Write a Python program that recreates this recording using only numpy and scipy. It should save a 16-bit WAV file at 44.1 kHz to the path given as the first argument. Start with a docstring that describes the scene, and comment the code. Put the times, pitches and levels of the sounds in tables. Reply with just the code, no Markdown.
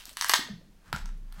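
"""Cracking a crab leg

A crab leg is bent by hand in a small room. It splinters and gives way in a growing run of cracks,
each a tiny blow that makes the shell ring. Soft thuds follow as the piece comes free. The cluster of
legs knocks down on a platter, the table wobbles, and the shells tick and rub as they are handled.
Glasses on the table ring faintly along."""
import sys
import numpy as np
from scipy import signal
from scipy.fft import rfft, irfft
from scipy.io import wavfile
from scipy.ndimage import uniform_filter1d

SR = 44100
rng = np.random.default_rng(int(sys.argv[2]) if len(sys.argv) > 2 else 0)


def transcribe(signal):
    """Save signal, clipped to [-1, 1], as a 16-bit WAV file at the path in sys.argv[1]."""
    frames = np.atleast_2d(signal).T
    limited = np.clip(frames, -1, 1)
    pcm = np.round(limited * 32767).astype(np.int16)
    wavfile.write(sys.argv[1], SR, pcm)


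N = 61739
T = np.arange(N) / SR
SNAP_LOW_HZ, SNAP_HIGH_HZ = 8370, 14000


def from_db(db):
    """Turn decibels into a gain to multiply by."""
    return 10 ** (np.asarray(db) / 20)


def rms_one(x):
    """Scale a sound so its average strength (rms) is 1."""
    return x / np.sqrt(np.mean(x ** 2) + 1e-20)


def level(curve):
    """Join (time [s], level [dB]) points into a gain that changes over time."""
    return from_db(np.interp(T, *np.transpose(curve)))


def gain_at(colour, hz):
    """Read the gain at each pitch from (pitch [Hz], level [dB]) points."""
    colour = np.array(colour)
    return from_db(np.interp(np.log(hz + 1e-9), np.log(colour[:, 0]), colour[:, 1]))


def coloured(noise, colour):
    """Give noise a colour, its balance of low and high pitches, at strength 1."""
    return rms_one(irfft(rfft(noise) * gain_at(colour, np.fft.rfftfreq(N, 1 / SR)), N))


def clicks(times, gains):
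    """Place a one-sample click at each time."""
    out = np.full(N, 1e-18)
    np.add.at(out, np.clip((times * SR).astype(int), 0, N - 1), gains)
    return out


def resonate(x, hz, width):
    """Ring at one pitch; a smaller width rings longer."""
    r = np.exp(-np.pi * width / SR)
    feedback = [1, -2 * r * np.cos(2 * np.pi * hz / SR), r * r]
    return signal.lfilter(np.array([1, 0, -1]) * (1 - r * r) / 2, feedback, x)


def friction(curve, colour, grains_per_s=900, spread_db=3.0):
    """Shell that splinters or slides makes tiny clicks (grains) over a soft hiss."""
    sizes = from_db(spread_db * np.minimum(rng.exponential(1, N), 5)) * rng.choice([-1, 1], N)
    grains = rms_one(sizes * (rng.random(N) < grains_per_s / SR))
    return level(curve) * coloured(.8 * grains + rng.standard_normal(N), colour)


def splintering():
    """A fading hiss of room echo opens the sound; then the leg creaks and splinters."""
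    # strength of the hiss, then the splintering: (time [s], level [dB])
    loudness = [(0, -47.5), (.05, -55.5), (.10, -52.5), (.155, -69), (.18, -47), (.25, -41.5), (.33, -42),
                (.37, -40.5), (.45, -62.5), (.6, -80), (.8, -90)]
    # its colour: (pitch [Hz], level [dB])
    colour = [(200, -25), (500, -16.5), (900, -3.5), (1600, -2), (2300, -2.5), (3100, 2.5), (7000, -8),
              (15000, -14)]
    return friction(loudness, colour)


def arms_shifting():
    """The table rumbles as arms shift on it."""
    # strength of the rumble: (time [s], level [dB])
    loudness = [(0, -86), (.10, -77.5), (.3, -69), (.58, -55.5), (.68, -67.5), (.80, -74), (.89, -56.5),
                (1.04, -54), (1.14, -58), (1.26, -55), (1.33, -69), (1.40, -63)]
    # its colour: (pitch [Hz], level [dB])
    colour = [(30, -12), (70, -3), (130, -0.5), (195, 0), (260, -12.5), (500, -27), (2000, -56)]
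    return level(loudness) * coloured(rng.standard_normal(N), colour)


def background():
    """A quiet, steady noise, mostly low in pitch."""
    # colour of the noise: (pitch [Hz], level [dB])
    colour = [(20, 6.5), (60, -1.5), (120, -9), (300, -12), (700, -19), (2000, -23.5), (6000, -28.5),
              (16000, -35)]
    return from_db(-61) * coloured(rng.standard_normal(N), colour)


def ring(times, db, tones, break_s=.0007):
    """Each blow starts every tone at its own instant within the short break."""
    lags = rng.random((len(times), len(tones))) * break_s
    out = 0
    for lag, (hz, width, tone_db) in zip(lags.T, tones):
        starts = times + lag * min(1, hz / SNAP_LOW_HZ)
        out += resonate(clicks(starts, from_db(db + tone_db)), hz, width)
    return out


def snap(times, db, decay_s=.0009):
    """Tiny fractures add a bright burst to each blow."""
    fade = np.exp(-2 / (decay_s * SR))
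    power = signal.lfilter([1 - fade], [1, -fade], clicks(times, from_db(db) ** 2))
    band = signal.butter(2, [SNAP_LOW_HZ, SNAP_HIGH_HZ], "band", fs=SR, output="sos")
    return signal.sosfilt(band, np.sqrt(power) * rng.choice([-1, 1], N))


def shell_hits(events, body_tones):
    """A blow rings a body (hollow leg or platter), the shell's wall and its edge, with a snap."""
    # tones of the stiff shell wall: (pitch [Hz], width [Hz], level [dB])
    wall = [(3047, 350, -5), (3490, 500, -5.5), (4425, 670, -2)]
    # tones of the broken edge: (pitch [Hz], width [Hz], level [dB])
    edge = [(5460, 700, -1), (6270, 740, -.5), (7930, 530, -3), (9070, 1000, -9.5)]
    times, wall_db, body_db, edge_db, snap_db, low_cut_hz = np.transpose(events)
    body = 0
    for start, db, hz in zip(times, body_db, low_cut_hz):
        low_cut = signal.butter(4, hz, "high", fs=SR, output="sos")
        body += signal.sosfilt(low_cut, ring(np.array([start]), db, body_tones))
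    return body + ring(times, wall_db, wall) + ring(times, edge_db, edge) + snap(times, snap_db)


def leg_cracks():
    """The shell breaks and the hollow leg rings; larger pieces sound lower."""
    # breaks: (time [s], wall [dB], hollow [dB], edge [dB], snap [dB], hollow's low cut [Hz])
    cracks = [(.0549, -14.5, -25.5, -12, -16, 895), (.0657, -23.5, -22, -29, -33, 485.3),
              (.0935, -13, -20, -22.5, -18, 606), (.1303, -37, -27, -26, -26, 864),
              (.1361, -22.5, -30.5, -26.5, -34, 910), (.1705, 3.5, 2, -4.5, -14, 819),
              (.2116, 3.5, 9, 6.5, -9, 850), (.2232, 2, 7.5, -3.5, -9.5, 825),
              (.2451, 1.5, 10.5, 3, -16.5, 780), (.2857, -15, -10.5, -9, -7.5, 833),
              (.2950, 14, 11, 7, 3.5, 350), (.2975, 4, 14.5, 6, -8.5, 300.7),
              (.3022, 3.5, 7, -7, -14.5, 350), (.3178, -1, 8.5, -5, -12.5, 800),
              (.3369, 11.5, 21.5, 11, -3, 327), (.3401, 16, 12, 9, -4.5, 446)]
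    # tones of the hollow: (pitch [Hz], width [Hz], level [dB])
    hollow = [(360, 140, -17.5), (1050, 310, -.5), (1730, 380, -4.5)]
    # pitches the leg sends out better or worse: (pitch [Hz], width [Hz], boost or cut [dB])
    bands = [(1399, 170, 1), (2403, 420, -6.5)]
    out = shell_hits(cracks, hollow)
    for hz, width, db in bands:
        out += (from_db(db) - 1) * resonate(out, hz, width)
    return out


def glassware(hits):
    """Glasses on the table ring faintly with each hit."""
    # tones of the glasses: (pitch [Hz], width [Hz], level [dB])
    tones = [(1158, 9, -1.5), (1233, 7, 2), (1599, 7, 5.5), (1831, 7, 2), (1883, 9.6, 0)]
    return sum(from_db(db) * resonate(hits, hz, width) for hz, width, db in tones)


def table_echo(hits, delay_s=.003):
    """The hits bounce off the table top, a little later and quieter."""
    return from_db(-17) * np.interp(T - delay_s, T, hits, left=0)


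def room(x, build_s=.0039, walls_s=.021, walls_spread_s=.0066):
    """Echoes blur into a tail that builds quickly and dies sooner at high pitches."""
    # the room's tail: (pitch [Hz], level against the sound going in [dB], time to fade 60 dB [s])
    bands = [(100, -15, 0.61), (300, -9, 0.9), (609.6, -8, .36), (1030, -7, 0.35), (1830, -1.5, 0.37),
             (2490, -0.5, 0.38), (4650, -3, 0.4), (7630, -3, .28), (15000, -2.5, 0.27)]
    hz, white = np.fft.rfftfreq(N, 1 / SR), rfft(rng.standard_normal(N))
    centres, tail = np.log([row[0] for row in bands]), 0
    for share, (_, _, fade_s) in zip(np.eye(len(bands)), bands):
        band_noise = irfft(white * np.interp(np.log(hz + 1), centres, share), N)
        tail += band_noise * from_db(-60 * T / fade_s)
    first_bounces = from_db(-5) * np.exp(-((T - walls_s) / walls_spread_s) ** 2)
    spectrum = rfft(tail * (np.minimum(T / build_s, 1) + first_bounces))
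    evened = spectrum / np.sqrt(uniform_filter1d(np.abs(spectrum) ** 2, 201))
    return signal.fftconvolve(x, irfft(evened * gain_at(bands, hz), N))[:N]


def short_tones(events):
    """Each event is one tone that swells and dies away."""
    out = 0
    for start, hz, db, rise_s, fade_s in events:
        age = np.maximum(T - start, 0)
        loudness = from_db(db - 60 * age / fade_s) * np.minimum(age / rise_s, 1)
        out += loudness * np.sin(2 * np.pi * hz * age)
    return out


def hand_thuds():
    """Hands and food bump with dull thuds."""
    # bumps: (time [s], pitch [Hz], level [dB], rise [s], time to fade 60 dB [s])
    bumps = [(.060, 723, -53, .004, 0.065), (0.079, 260, -49.5, 0.0013, 0.04),
             (.112, 583, -51, 0.0014, 0.038), (.391, 261, -19, 0.0037, 0.019),
             (.405, 289, -40.5, .004, 0.11), (.484, 440, -38.5, 0.0073, 0.036),
             (.487, 655, -39.5, 0.0023, 0.026), (0.497, 203, -24.5, 0.015, 0.095), (.492, 50, -43, .01, .1),
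             (0.503, 128, -45, 0.0081, 0.24), (.530, 170.4, -36.5, .012, 0.24),
             (.612, 546, -49.5, 0.0012, 0.026), (.680, 296.2, -54.5, .015, 0.13),
             (0.929, 146.6, -26.5, 0.014, 0.1), (0.931, 66.6, -34, 0.015, 0.3),
             (.938, 198.5, -33, 0.004, 0.093), (1.375, 181.7, -42, 0.012, 0.16)]
    return short_tones(bumps)


def shell_rubbing():
    """Shells slide over each other on the platter."""
    # strength of the rubbing: (time [s], level [dB])
    loudness = [(.6, -93.5), (.81, -75.5), (.88, -57), (.92, -62), (.97, -46.5), (1.07, -69), (1.15, -76.5),
                (1.24, -76.5), (1.31, -67.5), (1.35, -60), (1.40, -51.5)]
    # its colour: (pitch [Hz], level [dB])
    colour = [(200, -19), (500, -8.5), (850, 2.5), (1600, 4), (2400, -5.5), (3800, -8.5), (7000, -12),
              (15000, -23)]
    return friction(loudness, colour)


def table_wobble(hz=29.6):
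    """The table shakes under the load with a very deep tone."""
    # strength of the wobble: (time [s], level [dB])
    loudness = [(.88, -61), (.92, -48), (.99, -46.5), (1.03, -33.5), (1.11, -33), (1.19, -39.5),
                (1.30, -40), (1.40, -44)]
    return level(loudness) * rms_one(np.sin(2 * np.pi * hz * T))


def platter_knocks():
    """Shell knocks and ticks on the platter, and both ring."""
    # knocks: (time [s], wall [dB], platter [dB], edge [dB], snap [dB], platter's low cut [Hz])
    knocks = [(.9287, -8, 13, -10, -22, 243), (.9361, -9, -29, -30, -48, 402),
              (.9621, -24, 3, -9.5, -31, 392), (1.0580, -18, -9, -18, -31, 594),
              (1.0911, -35, -13, -32, -46, 600), (1.1758, -48, -68, -45, -44.5, 600),
              (1.3247, -18.5, -17.5, -30.5, -26.5, 705)]
    # tones of the platter: (pitch [Hz], width [Hz], level [dB])
    platter = [(386, 270, -14.5), (903, 277, -3), (1350, 102, 1), (1940, 140, -36), (3880, 110, -9)]
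    return shell_hits(knocks, platter)


def knock_echo():
    """A brief ringing echo near 1.4 kHz follows the first platter knock."""
    # tones of the echo: (time [s], pitch [Hz], level [dB], rise [s], time to fade 60 dB [s])
    tones = [(.9455, 1410, -14, 0.0064, 0.017), (.9505, 1470, -22, 0.0046, 0.014)]
    return short_tones(tones)


def scene():
    """Add up shell, platter, glasses, table and room in one channel."""
    cracks, knocks, thuds = leg_cracks(), platter_knocks(), hand_thuds()
    hits = cracks + knocks + knock_echo()
    echoes = table_echo(hits) + room(cracks + from_db(-1.5) * knocks + from_db(1) * thuds)
    scraping = splintering() + shell_rubbing()
    rumble = arms_shifting() + table_wobble()
    return (hits + thuds + glassware(hits) + echoes + scraping + rumble + background())[None]


def record(dry, cutoff_hz=16000):
    """Cut off the very highest pitches steeply."""
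    return signal.sosfilt(signal.ellip(10, .1, 100, cutoff_hz, fs=SR, output="sos"), dry)


dry = scene()
out = record(dry)
transcribe(out)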